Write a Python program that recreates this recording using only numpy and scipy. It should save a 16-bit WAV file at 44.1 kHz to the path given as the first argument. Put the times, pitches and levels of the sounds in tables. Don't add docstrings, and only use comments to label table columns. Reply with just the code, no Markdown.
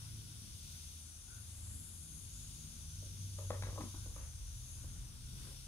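import sys
import numpy as np
from scipy import signal
from scipy.fft import rfft, irfft, next_fast_len
from scipy.io import wavfile
from scipy.ndimage import uniform_filter1d, map_coordinates

SR = 44100
rng = np.random.default_rng(int(sys.argv[2]) if len(sys.argv) > 2 else 0)


def wav_record(signal):
    frames = np.transpose(np.atleast_2d(signal))
    bounded = np.clip(frames, -1, 1)
    quanta = np.round(bounded * 32767).astype(np.int16)
    wavfile.write(sys.argv[1], SR, quanta)


N = 250179

# t/s, blow peak level/dB before damping and port balance,
# then level/dB of the modes up to 310 Hz, at 850-1450 Hz and from 1650 Hz, rise/s, room send level/dB
KNOCKS = [ (3.024, -54, -11, -19, -20.5, 0.0047, -7), (3.057, -59.5, -18, -19, -20.5, 0.0073, -16),
          (3.385, -44.5, -17, -6.5, -12.5, 0.0042, -0.5), (3.5041, -30, -17, -3, -13, 0.0012, -5.5),
          (3.516, -40, -11, -3, -8, 0.0009, 1), (3.623, -37, -13, -0.5, -1.5, 0.0009, -2),
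          (3.635, -37.5, -22, 3, 1, 0.0003, -3.5), (3.668, -45.5, -28, -1.5, -20, .0012, 3.5),
          (3.687, -51, -12, -3, -4, .0013, -1), (3.727, -46.5, 4, 3, -1, 0.0013, -1),
          (3.759, -47.5, -16, 0, -14, .001, 5), (3.775, -39.5, -16.5, 2.5, -15, 0.007, -5),
          (3.791, -42.5, 7, -10, -19.5, 0.0074, -4.5), (3.807, -40.5, 2.5, 9, 2.5, 0.0028, -5.5),
          (3.818, -39, 5.5, -6, -1, 0.00077, -7), (3.838, -38.5, 11, 3, -10.5, 0.0007, -6),
          (3.862, -52, 15.5, -6, -14.5, 0.0032, -17), (3.942, -46.5, 6.5, 7, -16.5, 0.002, -3.5),
          (4.058, -49.5, -2, -6, -15.5, 0.0041, -0.5), (4.162, -45, -8, 1, -7, 0.0013, 0),
          (4.84, -51.5, -1, -7, -12, 0.0032, -10), (5.47, -57, -11, -11, -4, 0.0024, 5)]
LEFT_LEAD_S = 0.00012
FREE_S, FREE_PER_RISE = 0.0045, 3.1


def taps():
    out = np.zeros((2, N + SR))
    t = np.arange(SR // 8) / SR
    for start_s, peak_db, low_db, mid_db, high_db, rise_s, room_db in KNOCKS:
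        blow = ring(low_db, mid_db, high_db)
        blow *= 1 - np.exp(-t / rise_s)
        blow *= amp(peak_db) / np.abs(blow).max()
        free_s = FREE_S + FREE_PER_RISE * rise_s
        damping = 1 / (1 + np.exp(np.clip((t - free_s) / 0.0011, -50, 50)))
        into_room = blow * (0.85 * damping + 0.31)
        heard = amp(room_db) * signal.fftconvolve(into_room[None], room(), axes=1)
        heard[:, :len(blow)] += blow * damping
        for port, lag_s in enumerate((0, LEFT_LEAD_S)):
            first = round((start_s + lag_s) * SR)
            out[port, first:][:heard.shape[1]] += heard[port]
    return out[:, :N] * amp([[1.8], [-1.8]])


# f/Hz, width/Hz, relative level/dB
SHAKER_MODES = [(189, 24, -5), (226, 17, 0), (289, 22, 3.5), (406, 25, -6), (491, 28, -5.5), (539, 42, 1),
                (591, 39, -4.5), (675, 28, -18), (836, 84, 2.5), (1008, 52, 0), (1114, 41, -2),
                (1239, 58, -3), (1490, 230, 2), (1674, 184, 7), (1950, 270, 10), (2260, 280, 0),
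                (2930, 440, 2), (3380, 450, 7), (4400, 750, -7)]


def ring(low_db, mid_db, high_db):
    hz, width_hz, mode_db = np.transpose(SHAKER_MODES)[:, :, None]
    balance = [(310, low_db), (450, 0), (700, 0), (850, mid_db), (1450, mid_db), (1650, high_db)]
    mode_db = mode_db + along(balance, hz)
    strength, shift = rng.standard_normal((2, *hz.shape))
    t = np.arange(SR // 8) / SR
    decay = amp(mode_db + 1.2 * strength) * np.exp(-np.pi * width_hz * t)
    modes = decay * np.sin(2 * np.pi * hz * (1 + 0.025 * shift) * t)
    grains = np.convolve(rng.standard_normal(len(t)), np.hanning(11) / 4, "same")
    return modes.sum(axis=0) + amp(high_db + 14.0 - 60 * t / 0.018) * grains


# f/Hz, time to fall 60 dB/s (before the late thinning)
ROOM_T60 = [(200, 0.24), (500, 0.5), (1200, 0.43), (3000, 0.58)]


def room():
    hz, t, z = signal.stft(rng.standard_normal((2, SR // 2)), SR, nperseg=256)
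    hold = amp(-7 / (1 + np.exp((0.075 - t) / 0.0066)))
    z = np.array([z[0], 0.51 * z[0] + 0.85 * z[1]])
    decay = amp(-60 * t / along(ROOM_T60, hz)[:, None])
    tail = signal.istft(z * hold * decay, SR, nperseg=256)[1]
    return np.pad(tail / np.linalg.norm(tail[0]), ((0, 0), (round(0.01 * SR), 0)))


# t/s, starting level/dB
SALT_TICKS = [(3.505, -48), (4.1625, -48)]
TICK_HZ, TICK_DECAY_S = 11100, 0.00074


def ticks():
    out = np.zeros(N)
    t = np.arange(SR // 200) / SR
    for start_s, db in SALT_TICKS:
        tick = amp(db) * np.exp(-t / TICK_DECAY_S) * np.sin(2 * np.pi * TICK_HZ * t)
        out[round(start_s * SR):][:len(t)] += tick
    return out


# t/s, bed level/dB, low band f/Hz, low band level/dB, high band level/dB
HISS_COURSE = [(0, -58, 6000, -62, -62.5), (.35, -59, 5980, -62.5, -64), (.75, -56.5, 6150, -60.5, -63.5),
               (1.23, -60.5, 6260, -61, -62.5), (1.58, -60, 6630, -62.5, -60.5),
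               (1.78, -59.5, 6770, -64, -56.5), (2.1, -60, 6550, -59.5, -58), (2.5, -59, 6600, -58.5, -61),
               (3.16, -59, 6060, -59, -62.5), (3.41, -56.5, 6500, -58.5, -59),
               (3.69, -57.5, 6180, -59.5, -63.5), (4.17, -59.5, 6460, -59, -60.5),
               (4.42, -60.5, 6100, -61, -65.5), (4.72, -60, 6550, -58.5, -59.5),
               (5.18, -60, 5960, -64.5, -67.5), (5.46, -57, 5910, -63, -63), (5.67, -60.5, 5900, -63, -65)]
# f/Hz, relative level/dB per Hz
HISS_BED = [(1500, -58), (2000, -16), (2800, -8.5), (3300, -5), (3600, -1), (3950, -5.5), (5200, -1.5),
            (6400, -6), (7600, -8.5), (8400, -7.5), (10300, -6.5), (11800, -7.5), (13000, -13),
            (13300, -14.5), (15700, -19)]
# t/s, level/dB
STEADY_BAND = [(0, -69.5), (1.7, -64.5), (3.5, -69), (5.67, -68)]
# t/s, peak level/dB, rise/s, fall/s
BETWEEN_SWELLS = [(1.67, -60, 0.091, 0.31), (2.35, -63, 0.022, 0.16)]
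# t/s, peak level/dB, rise/s, fall/s
FLICKER_SWELLS = [(1.31, -73.5, 0.04, 0.069), (4.05, -79, 0.089, 0.049), (4.93, -81, 0.19, .05),
                  (5.44, -84, 0.17, 0.065)]
HIGH_HZ, HIGH_FOLLOWS = 10030, 0.67
STEADY_HZ, BETWEEN_HZ, FLICKER_HZ = 8890, 7450, 1476
FLICKER_DB, FLICKER_DEPTH_DB, FLICKER_RATE = -81.5, 4, 11
LOW_PAN_DB, HIGH_PAN_DB, STEADY_PAN_DB, BETWEEN_PAN_DB, FLICKER_PAN_DB = 3, 7, 16, 1, 7


def hiss():
    bed_db, low_hz, low_db, high_db = curves(HISS_COURSE)
    bed = amp(bed_db + 1.47 * wobble(3.55)) * rush(HISS_BED)
    low = band(low_hz, amp(low_db), LOW_PAN_DB, width_hz=560, patchy_db=2.7, apart_hz=-78, steep=2.16)
    high_hz = HIGH_HZ + HIGH_FOLLOWS * (low_hz - low_hz.mean())
    high = band(high_hz, amp(high_db), HIGH_PAN_DB, width_hz=650, patchy_db=2.5, apart_hz=504, steep=1.8)
    between_gain = swells(BETWEEN_SWELLS)
    between = band(BETWEEN_HZ, between_gain, BETWEEN_PAN_DB, width_hz=580, patchy_db=4.0, steep=2.5)
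    steady_gain = amp(curves(STEADY_BAND)[0])
    steady = band(STEADY_HZ, steady_gain, STEADY_PAN_DB, width_hz=840, patchy_db=3.0)
    flicker_gain = amp(FLICKER_DB + FLICKER_DEPTH_DB * wobble(FLICKER_RATE)) + swells(FLICKER_SWELLS)
    flicker = band(FLICKER_HZ, flicker_gain, FLICKER_PAN_DB, width_hz=77, patchy_db=0.5)
    return bed + low + high + between + steady + flicker


def band(centre_hz, gain, pan_db, width_hz, patchy_db, apart_hz=0, steep=2):
    hz, t, z = signal.stft(ports(), SR, nperseg=512)
    centre = np.interp(t, np.arange(N) / SR, centre_hz + np.zeros(N))
    offset = hz[:, None] - centre - np.array([[[0]], [[apart_hz]]])
    shape = 1 / (1 + np.abs(offset / width_hz) ** steep)
    patches = uniform_filter1d(rng.standard_normal(z.shape), size=2, axis=1)
    patches = uniform_filter1d(patches, size=10, axis=2)
    shaped = z * shape * amp(patchy_db * unit(patches))
    noise = unit(signal.istft(shaped, SR, nperseg=512)[1][:, :N])
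    return noise * gain * amp(pan_db * np.array([[0.5], [-0.5]]))


# t/s, level/dB
RUMBLE_COURSE = [(0, -66), (.12, -56.5), (.6, -60.5), (1.2, -61.5), (2.4, -56.5), (3.0, -56), (3.52, -51.5),
                 (3.9, -54.5), (4.35, -49.5), (5.08, -56.5), (5.43, -52.5), (5.67, -61)]
# f/Hz, relative level/dB per Hz
DEEP_RUMBLE = [(12, -40), (20, -13.5), (32, -3.5), (54, 1.5), (86, -3), (112, -7.5), (120, -1.5),
               (160, -31), (260, -120)]
# f/Hz, relative level/dB per Hz
UPPER_RUMBLE = [(35, -48), (60, -2.5), (97, -1), (129, -12), (156, -6.5), (183, -13), (231, -14),
                (264, -18), (500, -35.5), (650, -85), (1100, -120)]
UPPER_DB, UPPER_FOLLOWS = -57.5, 0.25


def traffic():
    deep_db, = curves(RUMBLE_COURSE)
    upper_db = UPPER_DB + UPPER_FOLLOWS * (deep_db - deep_db.mean())
    deep = amp(deep_db + 2.1 * wobble(4.045)) * rush(DEEP_RUMBLE)
    upper = amp(upper_db + 3.0 * wobble(5.17)) * rush(UPPER_RUMBLE)
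    return deep + upper


# t/s, f/Hz, level/dB
PASSING_ENGINE = [(2.9, 94.7, -58), (2.98, 95.5, -50), (3.15, 98.07, -50.5), (3.6, 95.87, -42),
                  (3.8, 96.1, -46), (3.86, 95.5, -54), (4.07, 90.9, -50), (4.16, 84.4, -60)]
# start t/s, end t/s, first f/Hz, last f/Hz, level/dB
GLIDING_TONES = [(0, 0.556, 109, 107.5, -56), (0, 1.19, 85, 79, -58), (0, .32, 144, 142.5, -61),
                 (.48, .9, 43, 44.9, -63), (0.596, 0.846, 138, 145.2, -64),
                 (1.363, 1.77, 105, 104.2, -56.5), (1.295, 1.775, 81, 77, -58.5),
                 (1.58, 1.847, 41, 39.5, -63), (1.93, 2.41, 83, 83.7, -58.5),
                 (2.046, 3.494, 152, 156.7, -63.5), (2.234, 2.55, 102, 101.5, -58.5),
                 (2.196, 2.997, 234.8, 227, -73.5), (2.307, 3.15, 53, 45.6, -58),
                 (2.793, 2.987, 78.5, 78.2, -56.5), (3.34, 4.616, 47.8, 48, -58),
                 (4.246, 4.42, 72, 76.6, -55), (4.46, 5.052, 85, 84.3, -55),
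                 (4.424, 4.652, 114, 124, -59.5), (4.78, 5.05, 121, 127.8, -60.5),
                 (5.19, 5.674, 126, 135.6, -59.5), (5.3, 5.5, 74, 76, -59), (5.355, 5.677, 41.5, 39.3, -55)]


def low_tones():
    lines = tone(PASSING_ENGINE, waver_hz=0.61, waver_db=0.5, apart=0.038)
    for start_s, end_s, first_hz, last_hz, db in GLIDING_TONES:
        glide = [(start_s, first_hz, db), (end_s, last_hz, db)]
        lines = lines + tone(glide, waver_hz=0.88, waver_db=2.0, apart=0.15)
    return lines * amp([[0.45], [-0.45]])


def tone(rows, waver_hz, waver_db, apart):
    hz, db = curves(rows)
    t = np.arange(N) / SR
    inside_s = np.minimum(t - rows[0][0], rows[-1][0] - t)
    gate = np.clip(inside_s / 0.057 + 1, 0, 1)
    phase = 2 * np.pi * np.cumsum(hz + waver_hz * wobble(6.06)) / SR
    level = np.sqrt(2) * gate * amp(db + waver_db * wobble(7.5))
    return level * np.sin(phase + apart * wobble(1.9) * [[1], [-1]])


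# f/Hz, relative level/dB per Hz
ROOM_MURMUR = [(210, -5), (350, -9.5), (635, -8.5), (732, -9.5), (1460, -8), (1800, -11), (2200, -12.5),
               (2600, -12), (3380, -22.5), (5720, -120)]
# t/s, peak level/dB, rise/s, fall/s
HAND_RUSTLES = [(0.02, -70.5, .05, .15), (1.7, -70.5, .15, .15), (4.24, -65, 0.11, 0.056),
                (4.85, -70.5, 0.17, 0.26), (5.47, -65, 0.13, 0.089)]
MURMUR_DB = -71


def murmur():
    floor = amp(MURMUR_DB + 0.9 * wobble(9))
    return np.hypot(floor, swells(HAND_RUSTLES)) * rush(ROOM_MURMUR)


# f/Hz, left over right level/dB
PORT_TILT = [(60, 0.5), (92, 0), (140, 5), (210, 2.5), (330, 2.5), (500, 3), (770, 6.5), (1170, 6),
             (1790, 6), (2740, 8.5), (4190, 4.5), (6410, 0), (9810, -1), (15000, 4)]


def rush(spectrum):
    sides = np.array([[0.5], [-0.5]])
    return unit(filtered(ports(), lambda hz: amp(along(spectrum, hz) + sides * along(PORT_TILT, hz))))


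# f/Hz, left-right likeness (0 to 1)
PORT_LIKENESS = [(30, 0.97), (90, 1), (300, 0.7), (700, 0.27), (1400, 0.16), (3000, 0.18), (6000, 0.37),
                 (9000, 0.09), (15000, 0.013)]
# f/Hz, lead/rad
PORT_LEAD = [(0, 0.5), (430, 0), (3360, 7), (3620, 7), (5510, 9.5), (7580, 15), (8180, 17.5), (8870, 26.5),
             (9470, 14), (9990, 19), (10300, 20.5), (11600, 30), (13700, 34), (15300, 38.5)]


def ports():
    def mix(hz):
        turn = np.arccos(np.clip(along(PORT_LIKENESS, hz), 0, 1)) / 2
        return np.array([np.cos(turn), np.sin(turn)])

    def lead(hz):
        radians = np.interp(hz, *np.transpose(PORT_LEAD))
        return np.exp(0.5j * radians * np.array([[1], [-1]]))

    mid, side = filtered(rng.standard_normal((2, N)), mix)
    return filtered(np.array([mid + side, mid - side]), lead)


def swells(rows):
    t = np.arange(N) / SR
    gain = np.zeros(N)
    for peak_s, db, rise_s, fall_s in rows:
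        gain += amp(db) * np.exp(-((t - peak_s) / np.where(t < peak_s, rise_s, fall_s)) ** 2)
    return gain


def wobble(rate):
    knots = rng.standard_normal(int(N * rate / SR) + 4)
    return map_coordinates(knots, [np.arange(N) * rate / SR])


def curves(rows):
    s, *columns = np.transpose(rows)
    return [np.interp(np.arange(N) / SR, s, column) for column in columns]


def along(points, hz):
    f, value = np.transpose(points)
    return np.interp(np.log(hz + 1), np.log(f + 1), value)


def filtered(x, response):
    m = next_fast_len(x.shape[-1] + SR // 2)
    return irfft(rfft(x, m) * response(np.fft.rfftfreq(m, 1 / SR)), m)[..., :x.shape[-1]]


def amp(db):
    return 10 ** (np.asarray(db) / 20)


def unit(x):
    return x / np.sqrt(np.mean(np.abs(x) ** 2) + 1e-20)


def scene():
    return taps() + ticks() + hiss() + traffic() + low_tones() + murmur()


def record(dry):
    return filtered(dry, lambda hz: hz < 15730)


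dry = scene()
out = record(dry)
wav_record(out)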